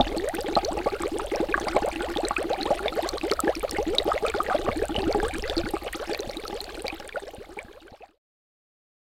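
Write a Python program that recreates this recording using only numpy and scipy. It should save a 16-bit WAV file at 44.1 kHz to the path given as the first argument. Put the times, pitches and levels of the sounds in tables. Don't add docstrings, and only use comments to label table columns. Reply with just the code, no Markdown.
import sys
import numpy as np
from scipy import signal
from scipy.fft import rfft, irfft, next_fast_len
from scipy.io import wavfile
from scipy.ndimage import uniform_filter1d

SR = 44100
rng = np.random.default_rng(int(sys.argv[2]) if len(sys.argv) > 2 else 0)


def gain_from_db(level_db):
    decades = np.asarray(level_db, float) / 20
    return 10 ** decades


def inscribe(sig):
    pcm = np.round(np.clip(np.atleast_2d(sig).T, -1, 1) * 32767)
    wavfile.write(sys.argv[1], SR, pcm.astype(np.int16))


N = 398663

# [t/s, level/dB]
FADE = [
    (5.2, -8.5),
    (6.25, -9.5),
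    (6.75, -10),
    (7.25, -16),
    (7.75, -19),
    (8.05, -29.5),
    (8.178, -43.5),
    (8.19, -105),
]
# [t/s, start f/Hz, rise/octaves over the life, level/dB]
DEEP_GLUGS = [(4.54, 256.4, 1.6, -27), (.165, 316, 0.52, -20), (.236, 445, 1.06, -22.5),
              (.629, 330, 1.68, -19.5), (.709, 272.5, 1.7, -24.5), (.776, 337, 0.25, -24),
              (1.158, 316.3, 0.79, -25), (1.609, 326.5, 1.21, -24.5), (1.69, 313.6, 0.42, -25),
              (1.956, 305.4, 0.43, -24), (2.006, 321.5, 2.1, -21.5), (2.601, 269, 1.26, -24),
              (7.815, 306.5, 0.65, -30), (8.088, 290, 1.2, -27), (2.803, 362, 0.49, -22.5),
              (2.919, 304, 0.7, -27), (3.435, 286.2, 1.92, -17), (3.864, 295.5, 0.95, -17.5),
              (4.053, 305.6, 2.45, -16.5), (4.074, 796, 0.48, -44), (4.453, 378, 2.16, -25),
              (4.644, 329, 1.02, -21), (5.03, 312, 0.55, -21.5), (5.426, 383.6, 1.3, -24.5),
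              (6.073, 336, 0.51, -28.5), (6.498, 318.5, 1.16, -27.5), (.066, 294, 1.14, -25),
              (7.852, 351, 2.05, -30)]
# [t/s, start f/Hz, rise/octaves, level/dB]
LOW_GLUGS = [(1.352, 381, 1.03, -24), (6.01, 334, 0.75, -38), (.115, 274.6, 1.28, -24.5),
             (.443, 334, 1.05, -21.5), (.525, 310, 0.77, -24), (1.002, 334, 0.28, -24.5),
             (1.031, 313.6, 0.95, -19), (1.115, 290, 0.77, -17.5), (1.316, 317, 1.64, -17.5),
             (1.486, 303, 0.84, -17), (1.746, 318, 1.48, -16), (1.821, 293.4, 1.55, -17),
             (2.095, 338, 0.079, -22.5), (2.161, 293, 1.52, -17.5), (2.231, 315, 0.84, -19),
             (2.381, 316, 1.3, -17), (3.232, 308, 0.79, -16), (3.784, 377, 0.76, -16.5),
             (4.224, 387.5, 0.77, -17.5), (4.345, 352.5, 1.04, -18.5), (4.756, 279, 0.65, -17),
             (4.952, 415, 1.13, -21), (4.986, 380, 0.036, -21), (5.067, 263, 1.56, -14.5),
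             (5.172, 311, 0.54, -21), (6.094, 318.4, 0.96, -19.5), (6.19, 365.4, 0.85, -23.5),
             (2.745, 325, 0.46, -28.5), (7.74, 398, 0.76, -29), (7.491, 308, 0.45, -26),
             (7.567, 364, 1.1, -22), (3.726, 257, 1.63, -22), (3.694, 318, .1, -35),
             (6.61, 370, 0.52, -30.5), (6.69, 338, 0.6, -31), (6.735, 328, 0.47, -35),
             (6.241, 337, 0.37, -32.5), (7.0, 327, 0.3, -32), (1.215, 352, 1.16, -24)]
# [t/s, start f/Hz, rise/octaves, level/dB]
MID_GLUGS = [(4.398, 317, 0.59, -24.5), (4.59, 335, .4, -25), (0.335, 306, 0.37, -21),
             (0.383, 431, 0.48, -21), (.483, 287, 0.64, -19.5), (.92, 341, 0.72, -20.5),
             (1.401, 309, 0.94, -16), (2.44, 311, 0.39, -19.5), (2.501, 445, 1.05, -14.5),
             (2.963, 384, 1.2, -14.5), (3.024, 314, 0.38, -19.5), (3.131, 338, 0.68, -23),
             (3.472, 313.5, 1.34, -16), (3.987, 349, 1.12, -20.5), (4.137, 391, 1.03, -19.5),
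             (4.484, 390.5, 2.3, -23.5), (4.672, 478, 2, -19.5), (4.893, 283, 0.41, -21),
             (5.229, 418, 0.25, -15), (5.349, 284, 0.77, -20), (5.494, 372, 1.08, -21),
             (5.567, 329, 0.086, -15), (5.655, 277, 0.83, -21.5), (5.997, 391, 1.02, -23),
             (6.364, 289, 0.85, -23.5), (6.528, 374, 0.45, -20.5), (6.776, 313, 0.6, -23),
             (8.005, 384, 1.4, -19.5), (7.394, 342, 0.97, -23.5), (7.57, 807, 0.67, -24),
             (7.681, 314, 0.68, -25.5), (2.655, 328, 0.71, -23)]
# [t/s, start f/Hz, rise/octaves, level/dB]
HIGH_GLUGS = [(.77, 431, 0.71, -21.5), (1.874, 504, 1.1, -19), (1.924, 320, 0.19, -26),
              (2.08, 300, 0.55, -22.5), (2.705, 525, 0.5, -11), (2.856, 560, 0.69, -18.5),
              (2.978, 586, 0.16, -25), (3.056, 580, 0.81, -24.5), (3.309, 364, 0.63, -15),
              (3.561, 297, 0.3, -18.5), (3.629, 383, 0.85, -17.5), (4.278, 444, .02, -21),
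              (4.505, 720, 0.15, -17), (4.818, 384, 0.83, -15.5), (5.147, 412, 0.031, -12),
              (5.82, 334, 0.19, -25.5), (5.862, 398, 1.17, -23.5), (6.291, 500, 0.47, -25),
              (6.435, 379, 0.55, -24.5), (6.925, 304, 0.2, -21.5), (7.163, 500, 0.89, -15.5),
              (7.268, 433, 0.78, -22), (7.334, 380, 1.3, -24.5), (7.927, 750, .23, -23),
              (7.931, 432, 1.07, -20), (2.575, 346, 0.17, -27), (7.22, 384, 0.078, -21.5)]
# [t/s, start f/Hz, rise/octaves, level/dB]
PLOPS = [(2.485, 595, .3, -37), (0.0, 258, .01, -10), (0.0, 626, 0.48, -7), (.565, 550, 0.54, -10.5),
         (.584, 717, 0.16, -25), (.86, 382, 0.89, -9), (1.189, 790, 0.39, -20.5), (1.553, 337, 0.24, -21),
         (1.576, 545, 0.87, -21), (1.668, 570, 0.43, -18.5), (1.761, 560, 0.49, -12.5),
         (2.308, 810, 0.19, -20.5), (3.232, 857, .01, -24), (3.943, 538, 0.27, -24.5),
         (4.078, 488, 0.87, -15.5), (4.245, 597, 0.084, -18.5), (4.543, 537, 0.41, -13.5),
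         (5.736, 308, 0.62, -16), (5.946, 310, 0.18, -21), (6.844, 433, 0.47, -17), (6.923, 790, 0.11, -20),
         (6.998, 510, 0.33, -27.5), (7.144, 415, 0.4, -23), (8.03, 640, 0.5, -18)]
# [t/s, start f/Hz, rise/octaves, level/dB]
BRANCHES = [(2.363, 1190, 0.61, -18), (.868, 1103, 0.18, -19.5), (5.935, 1834, 2.3, -24),
            (1.67, 933, 0.72, -21.5), (2.006, 1386, 0.13, -24.5), (2.585, 750, 0.079, -21.5),
            (2.655, 823, 0.6, -18.5), (2.745, 586, 0.25, -24), (2.92, 697, 0.25, -30),
            (3.031, 796, 0.72, -21), (4.36, 1040, 0.6, -36.5), (4.506, 1158, 0.33, -17),
            (5.129, 1290, 0.77, -30), (5.248, 1057, 0.44, -22.5), (5.295, 696, 0.36, -25.5),
            (5.33, 292, .1, -24), (5.50, 400, 1.1, -26), (5.585, 472, 0.69, -18), (5.44, 1900, 0.155, -31)]
# [t/s, peak level/dB, f/Hz]
DROPS = [(0.08, -24.5, 3500), (0.1258, -30, 2120), (0.2957, -25.5, 1910), (0.3421, -25, 1470),
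         (0.4668, -29, 2240), (1.3153, -24.5, 2110), (1.3389, -26, 1980), (1.3495, -25, 2440),
         (1.6834, -21, 2130), (1.7659, -19.5, 2200), (1.915, -25, 2300), (2.0073, -20.5, 1480),
         (2.154, -24, 3160), (2.2343, -36, 3900), (2.5323, -21.5, 3880), (2.5616, -31, 1740),
         (2.792, -21.5, 1370), (2.8612, -34, 3630), (3.182, -19.5, 4000), (3.299, -20.5, 3080),
         (3.551, -24.5, 2420), (3.6948, -23, 4230), (3.749, -25, 1790), (3.9489, -25.5, 2180),
         (4.301, -20.5, 2280), (4.3403, -18, 1410), (4.4643, -21.5, 1870), (4.7153, -22, 2200),
         (4.7917, -27, 1790), (4.817, -25, 1610), (4.9445, -24, 2840), (5.1146, -26.5, 2210),
         (5.1264, -18, 4420), (5.249, -24, 1610), (5.31, -24, 2350), (5.3455, -23.5, 1640),
         (5.4395, -22.5, 1950), (5.6342, -31, 1470), (5.657, -28, 2150), (5.932, -22.5, 1870),
         (6.232, -29, 3580), (6.2962, -24.5, 4200), (6.8568, -31, 2300), (6.868, -21, 3900)]


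def in_time(rows):
    return np.interp(np.arange(N) / SR, *np.transpose(rows))


def at_hz(points, hz):
    points = np.array(points)
    return np.interp(np.log(hz), np.log(points[:, 0]), points[:, 1])


def rms_one(x):
    return x / np.sqrt(np.mean(x ** 2))


def lowpass(x, hz):
    return signal.sosfilt(signal.butter(2, hz, fs=SR, output="sos"), x)


def bandpass(x, low_hz, high_hz, order=2):
    return signal.sosfilt(signal.butter(order, [low_hz, high_hz], "band", fs=SR, output="sos"), x)


def add(out, s, sound):
    i = int(s * SR)
    out[i:i + len(sound)] += sound[:N - i]


def before_fade(events):
    return [(s, db - np.interp(s, *np.transpose(FADE)), *rest) for s, db, *rest in events]


def clicks_at(events):
    clicks = np.zeros(N)
    for s, db, *_ in events:
        clicks[int(s * SR)] = gain_from_db(db)
    return clicks


def ring(clicks, hz, t60):
    radius, w = gain_from_db(-60 / (t60 * SR)), 2 * np.pi * hz / SR
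    return signal.lfilter([0, np.sin(w)], [1, -2 * radius * np.cos(w), radius ** 2], clicks + 1e-18)


def puff(clicks, noise):
    return signal.lfilter([1], [1, -.94], clicks) * noise


def bubble(hz, rise, db, life_ms, shape, sign, overtone=0, swell=.55):
    t = np.arange(int(life_ms * SR / 1000 * 7 ** (1 / shape)) + 9) / SR
    age = 1000 * t / life_ms
    pitch = np.minimum(hz * 2 ** np.minimum(rise * age ** 1.2, 3), .45 * SR)
    attack = 1 - np.exp(-t * hz / swell)
    decay = np.exp(-age ** shape)
    phase = 2 * np.pi * np.cumsum(pitch) / SR
    return sign * gain_from_db(db) * attack * decay * (np.sin(phase) + overtone * np.sin(2 * phase))


def room():
    # [f/Hz, level/dB per Hz]
    hiss_curve = [
        (100, -46),
        (200, -16),
        (350, -8),
        (810, -11),
        (1300, -19),
        (4400, -15.5),
        (5400, -29),
        (13500, -29),
        (16000, -34),
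    ]
    hz = np.fft.rfftfreq(N, 1 / SR) + 1
    white = rng.standard_normal((3, N))
    hiss = rms_one(irfft(rfft(white[0]) * gain_from_db(at_hz(hiss_curve, hz)), N))
    hum = rms_one(ring(white[1], hz=60, t60=0.6))
    whine = rms_one(ring(white[2], hz=12960, t60=.8))
    return gain_from_db(-25 - 15.5) * hiss + gain_from_db(-52) * hum + gain_from_db(-67) * whine


def hand():
    # [t/s, level/dB]
    rumble = [
        (0, -18),
        (.15, -32),
        (3.5, -34),
        (3.8, -30.5),
        (4.5, -34),
        (4.7, -28),
        (5.6, -25.5),
        (5.9, -37),
    ]
    # [t/s, peak level/dB]
    shifts = [
        (4.688, -20.5),
        (4.981, -22),
        (5.067, -23),
        (5.388, -30.5),
        (5.64, -23.5),
        (6.273, -30),
        (7.382, -35.5),
        (7.647, -39),
        (7.92, -40.5),
    ]
    deep = bandpass(rng.standard_normal(N), 8, 66, order=3)
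    bumps = clicks_at(before_fade(shifts))
    thuds = ring(bumps, 107, 0.044) + 1.3 * ring(bumps, 227, 0.041)
    return gain_from_db(in_time(rumble)) * rms_one(deep) + lowpass(thuds, 400)


def glugs():
    tone, knock = np.zeros(N), np.zeros(N)
    faint = rng.uniform([0, 280, .3, -40, 15], [8.2, 620, 1.1, -32, 50], (210, 5))
    kinds = [(DEEP_GLUGS, 94), (LOW_GLUGS, 50), (MID_GLUGS, 43), (HIGH_GLUGS, 26), (PLOPS, 18)]
    rows = [(*row, life_ms) for table, life_ms in kinds for row in table] + faint.tolist()
    draws = rng.uniform(-1.2, 1, (len(rows), 2))
    for (s, hz, rise, db, life_ms), (push, squeeze) in zip(rows, draws):
        sign = np.sign(push)
        add(tone, s, bubble(hz, rise, db, life_ms, 3, sign, overtone=.16 * squeeze))
        knock[int(s * SR)] += gain_from_db(db + 10.0) * push
    slosh = rms_one(lowpass(rng.standard_normal(N), 90))
    return tone * gain_from_db(3.2 * slosh), knock


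def through_neck(tone, knock):
    tone, knock = bandpass([tone, knock], 150, 1100, order=3)
    at_neck = signal.lfilter(*signal.iirpeak(560, 2, fs=SR), tone)
    return tone + (gain_from_db(4) - 1) * at_neck, knock


def chamber(blows):
    # [f/Hz, level/dB, t60/s]
    modes = [
        (245, -13, .04),
        (350, -14, .09),
        (820, -4.5, .07),
        (1165, -10, .025),
    ]
    return sum(gain_from_db(db) * ring(blows, hz, t60) for hz, db, t60 in modes)


def walls(x, level_db):
    out = np.zeros(N)
    lags = (np.cumsum(rng.uniform(0.0028, 0.013, size=14)) * SR).astype(int)
    for k, lag in enumerate(lags):
        out[lag:] += (-1) ** k * gain_from_db(level_db - 420 * lag / SR) * x[:-lag]
    return lowpass(out, 2500)


def churn(big):
    loudness = np.abs(signal.hilbert(big, next_fast_len(N))[:N])
    return gain_from_db(-18.0) * loudness * bandpass(rng.standard_normal(N), 700, 3000)


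def spray(count, spread_db, cycles):
    # [f/Hz, level/dB]
    colour = [
        (700, -55.5),
        (1200, -24),
        (4200, -24),
        (6300, -32.5),
        (8600, -24),
        (14000, -60.5),
    ]
    out = np.zeros(N)
    swarms = np.repeat(rng.random((count // 3, 2)), 3, axis=0)
    big_ones = DEEP_GLUGS + LOW_GLUGS + MID_GLUGS + HIGH_GLUGS + PLOPS + BRANCHES
    born = np.array([row[0] for row in big_ones])
    wake = rng.choice(born, count // 3) + rng.exponential(.055, count // 3)
    swarms[:, 0] = np.repeat(np.minimum(wake, 8.2), 3)
    for (when, size), draw in zip(swarms, rng.standard_normal((count, 5))):
        hz = min(700 * 20 ** size * 2 ** (.6 * draw[0]), 15500)
        life_ms = 1000 * cycles * 2 ** (.45 * draw[1]) / hz
        db = at_hz(colour, hz) + spread_db * draw[2]
        drop = bubble(hz, .01 * abs(draw[4]), db, life_ms, 1, np.sign(draw[4]), swell=1.2)
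        add(out, abs(when + .0025 * draw[3]), drop)
    return out


def pops(rows, cycles, swell, boost_db):
    tone = np.zeros(N)
    for (s, hz, db), sign in zip(rows, rng.choice([-1, 1], len(rows))):
        life_ms = 1000 * cycles / hz
        add(tone, s, bubble(hz, .025, db + boost_db, life_ms, 1.2, sign, swell=swell))
    return tone


def small_bubbles():
    # [t/s, f/Hz, level/dB]
    pings = [(.01, 3560, -14), (0.182, 4260, -25.5), (.554, 4040, -16), (.648, 4240, -21.5),
             (1.685, 4630, -24), (2.251, 4040, -21), (2.611, 3867, -23.5), (2.631, 4180, -21.5),
             (2.882, 3510, -20), (3.09, 4230, -20), (3.984, 3760, -8.5), (3.988, 4300, -23),
             (4.963, 2910, -18.5), (5.567, 4540, -23.5), (5.58, 4230, -19.5), (6.133, 4480, -25),
             (6.192, 4000, -27), (6.37, 3830, -25.5), (6.605, 4100, -21)]
    # [t/s, f/Hz, level/dB]
    pockets = [(3.632, 1240, -21), (2.925, 1290, -22), (3.172, 1140, -23), (.57, 1207, -10.5),
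               (1.525, 2400, -17), (1.542, 1150, -11.5), (1.765, 1050, -14), (2.366, 2480, -7.5),
               (3.392, 1270, -9.5), (3.478, 1670, -13), (3.765, 2100, -15), (4.117, 1216, -7),
               (4.25, 1240, -13.5), (4.264, 2450, -15.5), (4.268, 1320, -19), (4.403, 1202, -6.5),
               (4.525, 1175, -14), (6.453, 1280, -19.5), (6.881, 2270, -13.5), (6.901, 2440, -14),
               (7.125, 2300, -18.5), (7.158, 1420, -10), (7.589, 2250, -8), (7.879, 1500, -20),
               (8.022, 2520, -13.5)]
    # [t/s, f/Hz, level/dB]
    films = [(0.413, 4760, -20.5), (1.035, 1180, -16), (1.197, 1250, -17.5), (1.578, 1170, -13),
             (1.96, 2670, -18), (2.172, 3530, -13.5), (2.309, 1140, -11.5), (2.881, 2240, -15),
             (3.213, 2540, -19), (3.315, 2220, -18), (3.315, 4270, -10), (3.322, 1280, -13.5),
             (3.712, 5600, -17), (4.178, 2070, -16), (4.283, 3560, -17), (4.499, 1500, -15.5),
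             (4.665, 1120, -19.5), (4.689, 1185, -14), (4.988, 3000, -20), (5.201, 1600, -16),
             (5.498, 3480, -12), (5.767, 1200, -18.5), (6.147, 4170, -16.5), (6.148, 2270, -18),
             (6.48, 4300, -17.5), (6.643, 4320, -21), (6.881, 4500, -11.5), (7.091, 3380, -20),
             (7.093, 1690, -20)]
    droplets = [(s, hz, db) for s, db, hz in before_fade(DROPS)]
    out = pops(pings, cycles=11.0, swell=0.5, boost_db=12.0)
    out += pops(pockets, cycles=7.1, swell=1.1, boost_db=6.5)
    out += pops(films, cycles=4.6, swell=0.066, boost_db=7.0)
    out += pops(droplets, cycles=6.3, swell=0.17, boost_db=0.0)
    return out


def snaps():
    # [t/s, peak level/dB]
    middling = [(0.175, -25), (0.2883, -22), (0.3514, -22), (0.408, -24), (0.7751, -34), (1.004, -36),
                (1.0218, -21), (1.079, -29), (1.1856, -23), (1.2615, -29), (1.6486, -34), (1.7647, -29),
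                (1.86, -28), (1.8871, -26.5), (2.204, -35), (2.273, -42), (2.2852, -15), (2.3807, -27),
                (2.4284, -26), (2.7596, -34), (2.831, -34), (3.0274, -34), (3.0894, -23), (3.27, -34),
                (3.3164, -30), (3.4032, -23), (3.4035, -13.5), (3.5957, -26), (3.71, -18), (3.7705, -31),
                (3.9516, -28), (3.9828, -31), (4.0307, -31), (4.1323, -30), (4.2662, -27), (4.3, -25),
                (4.4303, -28), (4.552, -39), (4.7725, -27), (4.829, -33), (4.8545, -25), (4.8838, -26),
                (5.1487, -33), (5.232, -27), (5.2664, -36), (5.2822, -24.5), (5.3837, -28), (5.3833, -37),
                (5.9284, -23), (6.369, -34), (6.401, -35), (6.482, -32), (6.6143, -28), (6.6418, -33),
                (6.8212, -26), (7.077, -27), (7.2053, -43), (7.348, -34), (7.59, -37), (7.629, -38)]
    # [t/s, peak level/dB]
    larger = [(0.4123, -33), (0.6496, -18.5), (1.3598, -21), (1.5993, -26), (1.6876, -31), (2.1021, -39),
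              (2.2498, -42), (2.2842, -24), (2.6299, -33), (3.091, -22), (3.301, -40), (3.313, -31),
              (3.336, -21.5), (3.5536, -23), (3.7114, -25), (3.828, -28.5), (3.9489, -29), (3.9834, -32),
              (5.1242, -33), (5.384, -32), (5.4234, -25), (5.5657, -39), (5.5793, -27), (6.0745, -32),
              (6.133, -32), (6.2056, -24), (6.313, -30), (6.478, -31), (6.88, -36), (7.0, -31.5)]
    # [t/s, peak level/dB]
    finest = [(0.174, -37.5), (0.2867, -36), (0.3316, -42), (0.3466, -25), (0.4264, -30), (1.8876, -36),
              (2.1216, -36), (2.2837, -42), (2.9542, -33), (3.025, -29), (3.0889, -38), (3.3258, -35),
              (3.4032, -25), (3.6292, -26), (3.7105, -29), (4.0442, -30), (4.4348, -26), (4.8544, -40),
              (5.7079, -26), (5.8356, -33), (5.9314, -29), (6.1769, -30), (6.3719, -37), (6.4497, -36),
              (6.6134, -27), (6.8803, -41), (6.9461, -35), (7.3128, -39)]
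    ring_hz = [
        8310,
        5600,
        12200,
    ]
    # [f/Hz, level/dB]
    cap = [
        (2300, 11.5),
        (4200, 2),
        (5800, -9),
        (8700, 9),
        (11800, 4),
    ]

    kinds = [before_fade(rows) for rows in (middling, larger, finest)]
    draws = rng.random((3, N))
    clear = clicks_at(sum(kinds, []))
    hits = gain_from_db(-6.0) * clear + gain_from_db(-18.5) * clicks_at(before_fade(DROPS))
    out = bandpass(puff(hits, rng.standard_normal(N)), 2000, 14500)
    for rows, hz in zip(kinds, ring_hz):
        sizes = hz * 2 ** rng.uniform(-.13, .13, len(rows))
        rings = [(s, size, db) for (s, db), size in zip(rows, sizes)]
        out += pops(rings, cycles=5.1, swell=0.67, boost_db=3.5)

    flurry = gain_from_db(4 * rms_one(lowpass(rng.standard_normal(N), 14)))
    crowding = uniform_filter1d((clear > 0) * 1., 500) * 500
    per_second = 130 * (.35 * flurry + 1.2 * crowding)
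    faint = (draws[0] < per_second / SR) * gain_from_db(-33 - 18 * draws[1])
    colour = (draws[2] * len(cap)).astype(int)
    noise = rng.standard_normal(N)
    for k, (hz, db) in enumerate(cap):
        out += gain_from_db(db) * bandpass(puff(faint * (colour == k), noise), hz / 1.3, hz * 1.3)
    return out


def branches():
    # [t/s, f/Hz, rise/octaves, level/dB, life/ms]
    film = (1.541, 1500, .2, 0, 5)
    out = np.zeros(N)
    for s, hz, rise, db in BRANCHES:
        add(out, s, bubble(hz, rise, db, 30, 3, 1))
    add(out, film[0], bubble(*film[1:], 1.5, 1))
    return out


def scene():
    big, knock = through_neck(*glugs())
    small = small_bubbles() + gain_from_db(-1.0) * spray(count=7200, spread_db=4.5, cycles=3.4)
    small = small + branches() + churn(big)
    water = big + small
    airlock = water + chamber(knock + gain_from_db(-42.5) * water)
    mix = airlock + walls(airlock, level_db=-17.0) + snaps() + room() + hand()
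    return mix[None]


def roll_off(x):
    return signal.sosfilt(signal.butter(12, 16440, fs=SR, output="sos"), x)


def record(dry):
    top_cut = signal.cheby2(16, 40, 16250, fs=SR, output="sos")
    mix = signal.sosfilt(top_cut, dry) * gain_from_db(in_time(FADE))
    return roll_off(mix)


dry = scene()
out = record(dry)
inscribe(out)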